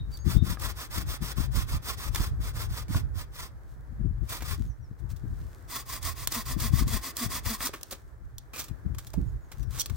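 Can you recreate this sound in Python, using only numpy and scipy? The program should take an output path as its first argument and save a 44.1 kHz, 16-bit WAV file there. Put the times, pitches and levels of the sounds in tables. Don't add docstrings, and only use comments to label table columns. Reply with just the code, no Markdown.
import sys
import numpy as np
from scipy import signal
from scipy.fft import rfft, irfft
from scipy.io import wavfile
from scipy.ndimage import uniform_filter1d

SR = 44100
rng = np.random.default_rng(int(sys.argv[2]) if len(sys.argv) > 2 else 0)


def to_wav(s):
    ch = np.atleast_2d(s).T
    pcm = np.round(np.clip(ch, -1, 1) * 32767)
    wavfile.write(sys.argv[1], SR, pcm.astype(np.int16))


N = 439236
T = np.arange(N) / SR


def undb(db):
    return 10 ** (np.asarray(db) / 20)


def pan(left_minus_right_db):
    half_db = np.atleast_1d(left_minus_right_db) / 2
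    gains = undb(np.array([half_db, -half_db]))
    return gains / np.sqrt(np.mean(gains ** 2, axis=0))


def unit(x):
    return x / np.sqrt(np.mean(x ** 2))


def band(x, lo_hz, hi_hz, order=2):
    return signal.sosfilt(signal.butter(order, [lo_hz, hi_hz], "band", fs=SR, output="sos"), x)


def ring(x, hz, width_hz):
    return signal.lfilter(*signal.iirpeak(hz, hz / width_hz, fs=SR), x)


def colour(x, hz, db, rings=(), size=2048):
    f = np.fft.rfftfreq(size, 1 / SR) + 1
    gain = undb(np.interp(np.log(f), np.log(hz), db))
    for centre_hz, width_hz, ring_db in rings:
        gain = gain * (1 + undb(ring_db) / (1 + (2 * (f - centre_hz) / width_hz) ** 2))
    cepstrum = irfft(np.log(gain)) * np.where(np.arange(size) < size // 2, 2, 0)
    response = irfft(np.exp(rfft(cepstrum)))
    return signal.fftconvolve(x, response[None] / np.linalg.norm(response), axes=1)[:, :N]


def walk(rate_hz):
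    k = int(SR / rate_hz)
    steps = np.repeat(rng.standard_normal(N // k + 1), k)
    return unit(uniform_filter1d(uniform_filter1d(steps, k), k)[:N])


def swell(at, db, length):
    return undb(db) * np.exp(-np.minimum((2 * (T - at) / length) ** 2, 60))


def burst(at, rise, t60):
    before = ((T - at) / rise) ** 2
    after = (T - at) * np.log(1000) / t60
    return np.exp(-np.minimum(np.where(T < at, before, after), 60))


def fibres(rate, spread_db, lag=0., split_hz=3000):
    happens = rng.random(N) < rate / SR
    sizes = happens * undb(spread_db * np.minimum(rng.standard_exponential(N), 4))
    shared, *own = rfft(sizes * rng.standard_normal((3, N)))
    f = np.fft.rfftfreq(N, 1 / SR)
    alike = .93 / (1 + (f / split_hz / 2) ** 2)
    arrival = np.exp(-2j * np.pi * f * np.array([[lag], [0]]))
    return unit(irfft(np.sqrt(alike) * shared * arrival + np.sqrt(1 - alike) * np.array(own), N))


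def timber(grains, force, body, spectrum, rings=(), body_hz=2700):
    low = signal.sosfiltfilt(signal.butter(4, body_hz, fs=SR, output="sos"), grains)
    return colour(low * body + (grains - low) * force, *np.transpose(spectrum), rings)


def hillside(x, wet_db=-17, t60=0.2, size=16384):
    t = T[:size]
    noise = band(rng.standard_normal((2, size)), 290, 4000, order=1)
    tail = noise * undb(-60 * t / t60) * (t > .003)
    return x + undb(wet_db) * signal.fftconvolve(x, tail / np.linalg.norm(tail[0]), axes=1)[:, :N]


# (pitch_hz, relative level_db)
AIR_COLOUR = [(100, -7), (350, 2), (600, -4), (950, -5.5), (1200, -5), (1700, -5.5), (2100, -14),
              (2700, -26), (6000, -26), (11000, -29), (16000, -26)]
# (time_s, level_db)
AIR_STRENGTH = [(0, -59), (2.4, -56.5), (3.7, -60), (4.8, -62), (5.4, -56.5), (7.1, -55.5), (8.2, -60.5),
                (8.8, -58), (9.3, -60), (9.96, -58)]


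def air():
    noise = fibres(rate=37000, spread_db=3, split_hz=230)
    swell_db = .8 * walk(2) + .8 * walk(14)
    level_db = np.interp(T, *np.transpose(AIR_STRENGTH)) + swell_db
    return colour(noise, *np.transpose(AIR_COLOUR)) * undb(level_db)


# (time_s, flow level_db)
BREEZE_FLOW = [(0.0, -45.5), (2.0, -39.5), (2.8, -37), (3.5, -43.5), (4.35, -41.5), (4.85, -44.5),
               (5.3, -53), (5.7, -47), (6.4, -40), (6.9, -58), (7.1, -51), (7.35, -38.5), (7.85, -52),
               (8.3, -43.5), (8.55, -50), (9.3, -43.5), (9.5, -51), (9.96, -44)]
# (peak_s, flow level_db, length_s, left_minus_right_db)
GUST_FLOW = [(0.015, -29, 0.16, 2), (0.367, -27.5, 0.34, 15), (0.662, -33, 0.19, 30),
             (0.956, -39, 0.13, -3), (1.095, -28, 0.089, 2.5), (1.426, -28, 0.22, 30),
             (1.6, -26.5, 0.17, -8), (1.742, -29.5, 0.093, -2.5), (2.13, -29, 0.14, 24),
             (2.213, -24.5, 0.049, -4), (2.37, -27, 0.17, 2.5), (2.61, -32, 0.29, 5),
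             (2.96, -31.5, 0.12, 10), (3.042, -22, 0.066, -11), (3.17, -32.5, 0.12, -12),
             (4.11, -28, 0.31, 12), (4.489, -30, 0.13, 27), (4.604, -30.5, 0.1, 11),
             (4.691, -33.5, 0.12, -24), (5.11, -33.5, 0.24, 20), (5.358, -33.5, 0.326, 5),
             (6.07, -33.5, 0.18, -27), (6.624, -27.5, 0.25, 8), (6.837, -25.5, 0.26, 7),
             (7.477, -30, 0.045, 20), (8.925, -32.5, 0.13, 7), (9.265, -31, 0.25, -4.5),
             (9.673, -31, 0.24, 32), (9.938, -24, 0.054, 16)]
# (time_s, swing level_db, left_minus_right_db)
EDDY_SLAPS = [(0.267, -12.5, 25), (0.367, -9, 28), (0.427, -13.5, 29), (0.527, -22.5, 31),
              (0.982, -18, 22.5), (1.224, -19.5, 30), (1.385, -20, 28), (2.204, -17.5, -11),
              (2.906, -18.5, -12), (2.958, -16, -10), (4.013, -21, 19), (4.057, -17, 21),
              (4.111, -24.5, 18), (4.611, -23, 19), (4.914, -29.5, 17), (5.241, -21.5, 26),
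              (6.569, -20, 22.5), (6.738, -10.5, 29), (6.823, -15.5, 23), (6.872, -20, 18),
              (7.264, -21, 15), (8.713, -21, 30), (8.864, -21, 27), (9.181, -12.5, -34),
              (9.226, -22.5, -23)]
SLAP_S = 0.0022
GUST_REF_DB, UPPER_GROWTH = -32.5, 0.26
EDDY_RISE_S, EDDY_T60_S, EDDY_DB = .016, 0.22, -11


def wind(rumble_db=1, upper_db=-19, wake_upper_db=-7, flutter_db=4, unsteady_db=3.5):
    breeze = undb(np.interp(T, *np.transpose(BREEZE_FLOW)))
    gust_power = sum((swell(at, db, length) * pan(side_db)) ** 2 for at, db, length, side_db in GUST_FLOW)
    wake_power = sum((undb(db + EDDY_DB) * burst(at, EDDY_RISE_S, EDDY_T60_S) * pan(side_db)) ** 2
                     for at, db, side_db in EDDY_SLAPS)
    lump_swing = unit(band(np.array([walk(40), walk(40)]), 4.18, 12.9))
    lumps = unit(undb(unsteady_db * lump_swing))
    flow = np.sqrt((breeze ** 2 + gust_power) * lumps ** 2 + wake_power)
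    growth = (flow / undb(GUST_REF_DB)) ** UPPER_GROWTH
    upper_level = np.hypot(flow * growth * undb(upper_db), np.sqrt(wake_power) * undb(wake_upper_db))

    low = colour(rng.standard_normal((2, N)), [15, 28, 45, 70, 100, 122, 165, 260, 500],
                 [-43.5, -9.0, 3.5, 2.5, -4.5, -1.0, -20.5, -39.5, -77.5])
    low = low / np.sqrt(uniform_filter1d(low ** 2, SR // 20, axis=1))
    upper = colour(rng.standard_normal((2, N)), [80, 165, 250, 330, 450, 700, 1500],
                   [-23.0, 2.5, -5.5, -7.5, -25, -35, -69])
    upper = upper * unit(undb(flutter_db * walk(45)))
    out = low * undb(rumble_db) * flow + upper * upper_level

    for at, db, side_db in EDDY_SLAPS:
        i = np.flatnonzero(abs(T - at) < 10 * SLAP_S)
        u = (T[i] - at) / SLAP_S
        push_pull = -2 * np.tanh(u) / np.cosh(u) ** 2
        out[:, i] += push_pull * undb(db) * pan(side_db)
    return out


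# (start_s, length_s, start_hz, end_hz, level_db)
BIRD_NOTES = [(-.03, 0.057, 3780, 3740, -58), (0.112, 0.066, 4630, 4640, -56),
              (.18, 0.063, 6470, 6700, -61.5), (0.275, .04, 3500, 3400, -58),
              (0.348, 0.097, 3624, 3770, -56), (4.559, 0.055, 6900, 5240, -79),
              (4.667, 0.068, 6600, 4940, -72), (4.808, 0.064, 5940, 4870, -75),
              (9.254, 0.064, 7100, 6200, -78), (9.402, .09, 6960, 6050, -77),
              (9.573, 0.089, 6350, 4900, -71.5)]


def birds(waver=0.01):
    out = np.zeros(N)
    wobble = 1 + waver * walk(900)
    for at, length, start_hz, end_hz, db in BIRD_NOTES:
        i = np.flatnonzero((T > at) & (T < at + length))
        u = (T[i] - at) / length
        hz = (start_hz + (end_hz - start_hz) * (u + 2 * u ** 3) / 3) * wobble[i]
        whistle = np.sin(2 * np.pi * np.cumsum(hz) / SR)
        out[i] += undb(db) * 2 * np.sin(np.pi * u) * whistle
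    return hillside(out * undb(2 * walk(120)) * pan(0.5), wet_db=-5.5, t60=.25)


# (peak_s, level_db, length_s)
TWIG_RUSTLES = [(0.145, -53, 0.076), (2.306, -62, 0.0656), (2.976, -73, 0.085), (3.714, -64, 0.077),
                (4.26, -57, .04), (4.63, -57.5, 0.121), (4.997, -60, 0.024), (5.111, -47, 0.029),
                (5.14, -78.5, 0.106), (5.46, -62, 0.44), (7.877, -57.5, 0.27), (8.69, -73, .16),
                (9.047, -56, 0.12), (9.237, -67, 0.25), (9.58, -63, 0.14), (9.727, -49, 0.043),
                (9.96, -55, 0.113)]
# (pitch_hz, relative level_db)
SNAP_COLOUR = [(250, 1.5), (520, -0.5), (800, -5), (1100, 4.5), (1500, 0), (2200, -2), (2900, -4),
               (3500, -1), (4400, -1.5), (5800, -0.5), (8500, -1), (11000, -5.5), (15500, -0.5)]
TWIG_REST_DB = -74


def twigs(twig_db=-6):
    level = undb(TWIG_REST_DB) + sum(swell(*rustle) for rustle in TWIG_RUSTLES)
    ticks = fibres(rate=440, spread_db=5.0)
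    rubbing = undb(1.0) * fibres(rate=25000, spread_db=3)
    return undb(twig_db) * timber(ticks + rubbing, level, level, SNAP_COLOUR)


# (start_s, level_db, pitch_hz, t60_s)
BRANCH_KNOCKS = [(0.572, -32, 1240, 0.029), (2.157, -46, 1110, 0.017), (2.947, -24, 1100, 0.033),
                 (7.693, -28.5, 402.5, 0.026), (7.739, -40, 874, 0.025), (7.922, -39, 546, 0.098),
                 (9.141, -28.5, 650, 0.023)]
# (multiple of the pitch, relative level_db)
BRANCH_MODES = [(.62, -9), (1, 0.5), (1.33, -3), (1.8, -23)]


def knocks(size=4096):
    out, t = np.zeros(N), T[:size]
    for at, db, hz, t60 in BRANCH_KNOCKS:
        modes = sum(undb(mode_db) * np.sin(2 * np.pi * hz * k * t) for k, mode_db in BRANCH_MODES)
        i = int(at * SR)
        out[i:i + size] += undb(db - 60 * t / t60) * modes / 2
    return out * pan(-1)


# (peak_s, level_db, t60_s, relative body_db)
WOOD_CRACKS = [(0.173, -40.5, 0.026, -23), (0.598, -40, 0.069, -4), (2.148, -24, 0.029, -2),
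               (2.1588, -23, 0.021, 2), (2.883, -41.5, .015, 6), (4.294, -39.5, .055, -13),
               (4.408, -49.5, 0.064, 12), (4.423, -40.5, 0.063, 6.5), (5.165, -54, 0.081, -9),
               (6.029, -34, 0.049, -9), (6.274, -19, 0.025, -6), (6.322, -25.5, 0.051, -5),
               (6.604, -29, 0.086, -9), (6.88, -36.5, 0.067, -4), (7.169, -24.5, 0.028, -12),
               (7.457, -38, 0.079, 5.5), (7.607, -41, 0.043, 15), (7.657, -26, .055, -18),
               (7.671, -31, 0.048, 1.5), (7.739, -44, 0.12, 10), (7.762, -51, 0.079, -1),
               (7.812, -44.5, .024, -2), (7.832, -28, 0.013, -15), (7.912, -33.5, 0.074, -4),
               (7.927, -42, 0.096, 3.5), (8.383, -37, 0.026, -19), (8.597, -38, 0.1, -16),
               (8.642, -47.5, .05, -13), (8.684, -47.5, .04, 2), (8.948, -44.5, .027, 6),
               (8.986, -37, 0.062, -1), (9.07, -40.5, 0.045, -9), (9.104, -47, 0.014, -9),
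               (9.137, -44.5, 0.073, 0.5), (9.519, -41.5, 0.067, 3.5), (9.605, -57, .055, -4),
               (9.631, -48, 0.038, -3), (9.86, -27.5, 0.021, -9.5), (9.899, -44, 0.032, 3)]
# (peak_s, level_db, rise_s, t60_s, relative body_db, left_minus_right_db, ring_hz, relative ring_db)
RINGING_SCRAPES = [(4.305, -46.5, 0.018, 0.45, -20, -1, 2350, -2),
                   (8.537, -44, 0.0026, 0.32, 4.5, 1, 2420, 1.5),
                   (8.594, -37.5, 0.031, 0.19, -2.5, -3, 3480, -23),
                   (9.79, -41, 0.05, 0.085, 0, -2.5, 1020, -14),
                   (9.807, -27.5, 0.012, 0.037, -20, -3, 5850, 2),
                   (9.818, -29.5, 0.012, 0.026, -18, 0, 3330, -4)]
CRACK_RISE_SHARE, CRACK_PAN_DB = .04, -1


def breaking(ring_width_hz=110, timber_db=2, ring_db=-4):
    force, body, sing = np.zeros((3, 2, N))
    grains = fibres(rate=18000, spread_db=2.5, lag=.00005) * undb(1.8 * walk(350))
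    cracks = [(at, db, CRACK_RISE_SHARE * t60, t60, body_db, CRACK_PAN_DB)
              for at, db, t60, body_db in WOOD_CRACKS]
    for at, db, rise, t60, body_db, side_db, *mode in cracks + RINGING_SCRAPES:
        shape = undb(db) * burst(at, rise, t60) * pan(side_db)
        force += shape
        body += shape * undb(body_db)
        if mode:
            mode_hz, mode_db = mode
            sing += unit(ring(grains, mode_hz, ring_width_hz)) * shape * undb(mode_db)
    return undb(timber_db) * timber(grains, force, body, SNAP_COLOUR, body_hz=3100) + undb(ring_db) * sing


BLADE_REFLECTION = .3


def blade_echoes(x, position):
    r = BLADE_REFLECTION
    for delay in (.0026 + .0009 * position, .0049 - .0011 * position):
        x = x + np.array([r * np.interp(T - delay, T, c) + r ** 2 * np.interp(T - 2 * delay, T, c) for c in x])
    return unit(x)


# (start_s, end_s, level_db)
SAW_STROKES = [(0.233, 0.397, -43.5), (0.416, 0.57, -44), (0.577, 0.732, -39), (0.742, 0.882, -42.5),
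               (0.893, 1.044, -40.5), (1.048, 1.184, -40.5), (1.199, 1.339, -41.0), (1.347, 1.476, -42.5),
               (1.503, 1.659, -40.0), (1.657, 1.79, -41.5), (1.813, 1.961, -39.5), (1.961, 2.104, -40),
               (2.105, 2.311, -41.0), (2.387, 2.527, -45.5), (2.526, 2.683, -43.5), (2.677, 2.85, -44.5),
               (2.875, 3.025, -44.5), (3.131, 3.255, -48), (3.309, 3.5, -46.5), (4.261, 4.406, -41.5),
               (4.414, 4.575, -42), (5.673, 5.841, -41), (5.848, 6.002, -41.5), (6.005, 6.142, -38.5),
               (6.139, 6.273, -43.5), (6.295, 6.439, -39), (6.433, 6.561, -40.5), (6.566, 6.711, -39),
               (6.708, 6.847, -39.5), (6.855, 7.005, -38.5), (6.999, 7.125, -40), (7.147, 7.285, -36),
               (7.28, 7.408, -38.5), (7.428, 7.577, -36.5), (7.573, 7.703, -36)]
# (pitch_hz, first cut level_db, second cut level_db), relative
WOOD_COLOUR = [(236, -5.5, -2), (486, -2, -7.5), (676, -4, -4.5), (961, -1, -6.5), (986, 3.5, 4.5),
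               (1330, 2.5, -2), (1510, -1.5, -6.5), (1846, -0.5, -1), (3057, -8, -9.5), (3320, -3.5, -4),
               (4160, -6, -5), (4730, -9, -2.5), (11600, -10, -7), (15070, -13.5, -6)]
# (pitch_hz, width_hz, first cut ring_db, second cut ring_db), over the wood colour
BLADE_RINGS = [(1113, 130, -15.5, 0.5), (1975, 125, -9, -1.5), (2540, 110, -18, -8.5), (3410, 98, -6.5, -2),
               (4780, 130, 4.5, -3), (5320, 300, 1.5, -30), (6040, 140, -0.5, -21), (8570, 630, -3.5, -2.5),
               (14910, 1040, 7, 4.5)]
# (push_db, pull_db)
STROKE_LEAN = [(5, 7), (2.5, 6.5)]
SECOND_CUT_S, DEEP_FROM_S = 5.5, 6.27
TOOTH_HZ, STROKE_S = 232, .145
SHALLOW_CHATTER_DB = -17
DEEP_CHATTER_DB = (5, -5.5)


def saw(strokes, cut, lag, rasp_db, body_db, tooth_depth, pan_db, swell_power=1.35, judder_db=2.16,
        chatter_gain_db=-10):
    bite, buzz, tooth_hz, position = np.zeros((4, N))
    for k, (start, end, db) in enumerate(strokes):
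        i = np.flatnonzero((T > start) & (T < end))
        travel = (T[i] - start) / (end - start)
        speed = np.sin(np.pi * travel)
        position[i] = (1 + (-1) ** k * np.cos(np.pi * travel)) / 2
        lean_db = STROKE_LEAN[cut][k % 2] * (travel - .5)
        bite[i] += speed ** swell_power * undb(db + lean_db)
        deep = (start + end) / 2 > DEEP_FROM_S
        chatter_db = DEEP_CHATTER_DB[k % 2] if deep else SHALLOW_CHATTER_DB
        buzz[i] += undb(db + chatter_db) * np.exp(-((travel - .6) / 0.14) ** 2)
        tooth_hz[i] = TOOTH_HZ * STROKE_S / (end - start) * speed ** 0.36

    phase = np.cumsum(tooth_hz * (1 + .025 * walk(150))) / SR % 1
    tooth = np.exp(-phase / 0.51)
    grains = fibres(rate=24000, spread_db=1.2, lag=lag)
    grains = grains * (1 - tooth_depth + 2 * tooth_depth * tooth) * undb(judder_db * walk(90))

    rings = [(hz, width_hz, ring_db[cut]) for hz, width_hz, *ring_db in BLADE_RINGS]
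    spectrum = [(hz, level_db[cut]) for hz, *level_db in WOOD_COLOUR]
    force = bite * pan(pan_db)
    body = bite * undb(body_db) * pan(-1.1)
    rasp = timber(blade_echoes(grains, position), force, body, spectrum, rings)
    chatter = unit(band(tooth, 156, 270)) + undb(-14.0) * unit(band(tooth, 500, 1170))
    return undb(rasp_db) * rasp + undb(chatter_gain_db) * chatter * buzz * pan(1.6)


def scene():
    first_strokes = [row for row in SAW_STROKES if row[0] < SECOND_CUT_S]
    second_strokes = [row for row in SAW_STROKES if row[0] > SECOND_CUT_S]
    first = saw(first_strokes, 0, lag=.00014, rasp_db=5.5, body_db=-2.5, tooth_depth=0.21, pan_db=-0.67)
    second = saw(second_strokes, 1, lag=.00002, rasp_db=8, body_db=-1.5, tooth_depth=0.3, pan_db=0.4)
    wood = hillside(first + second + breaking() + twigs() + knocks())
    return air() + wind() + birds() + wood


PORT_LOW_HZ, TOP_HZ = 33.7, 15900


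def record(dry):
    heard = signal.sosfilt(signal.butter(2, PORT_LOW_HZ, "high", fs=SR, output="sos"), dry)
    return signal.sosfilt(signal.ellip(10, .2, 80, TOP_HZ, fs=SR, output="sos"), heard)


dry = scene()
out = record(dry)
to_wav(out)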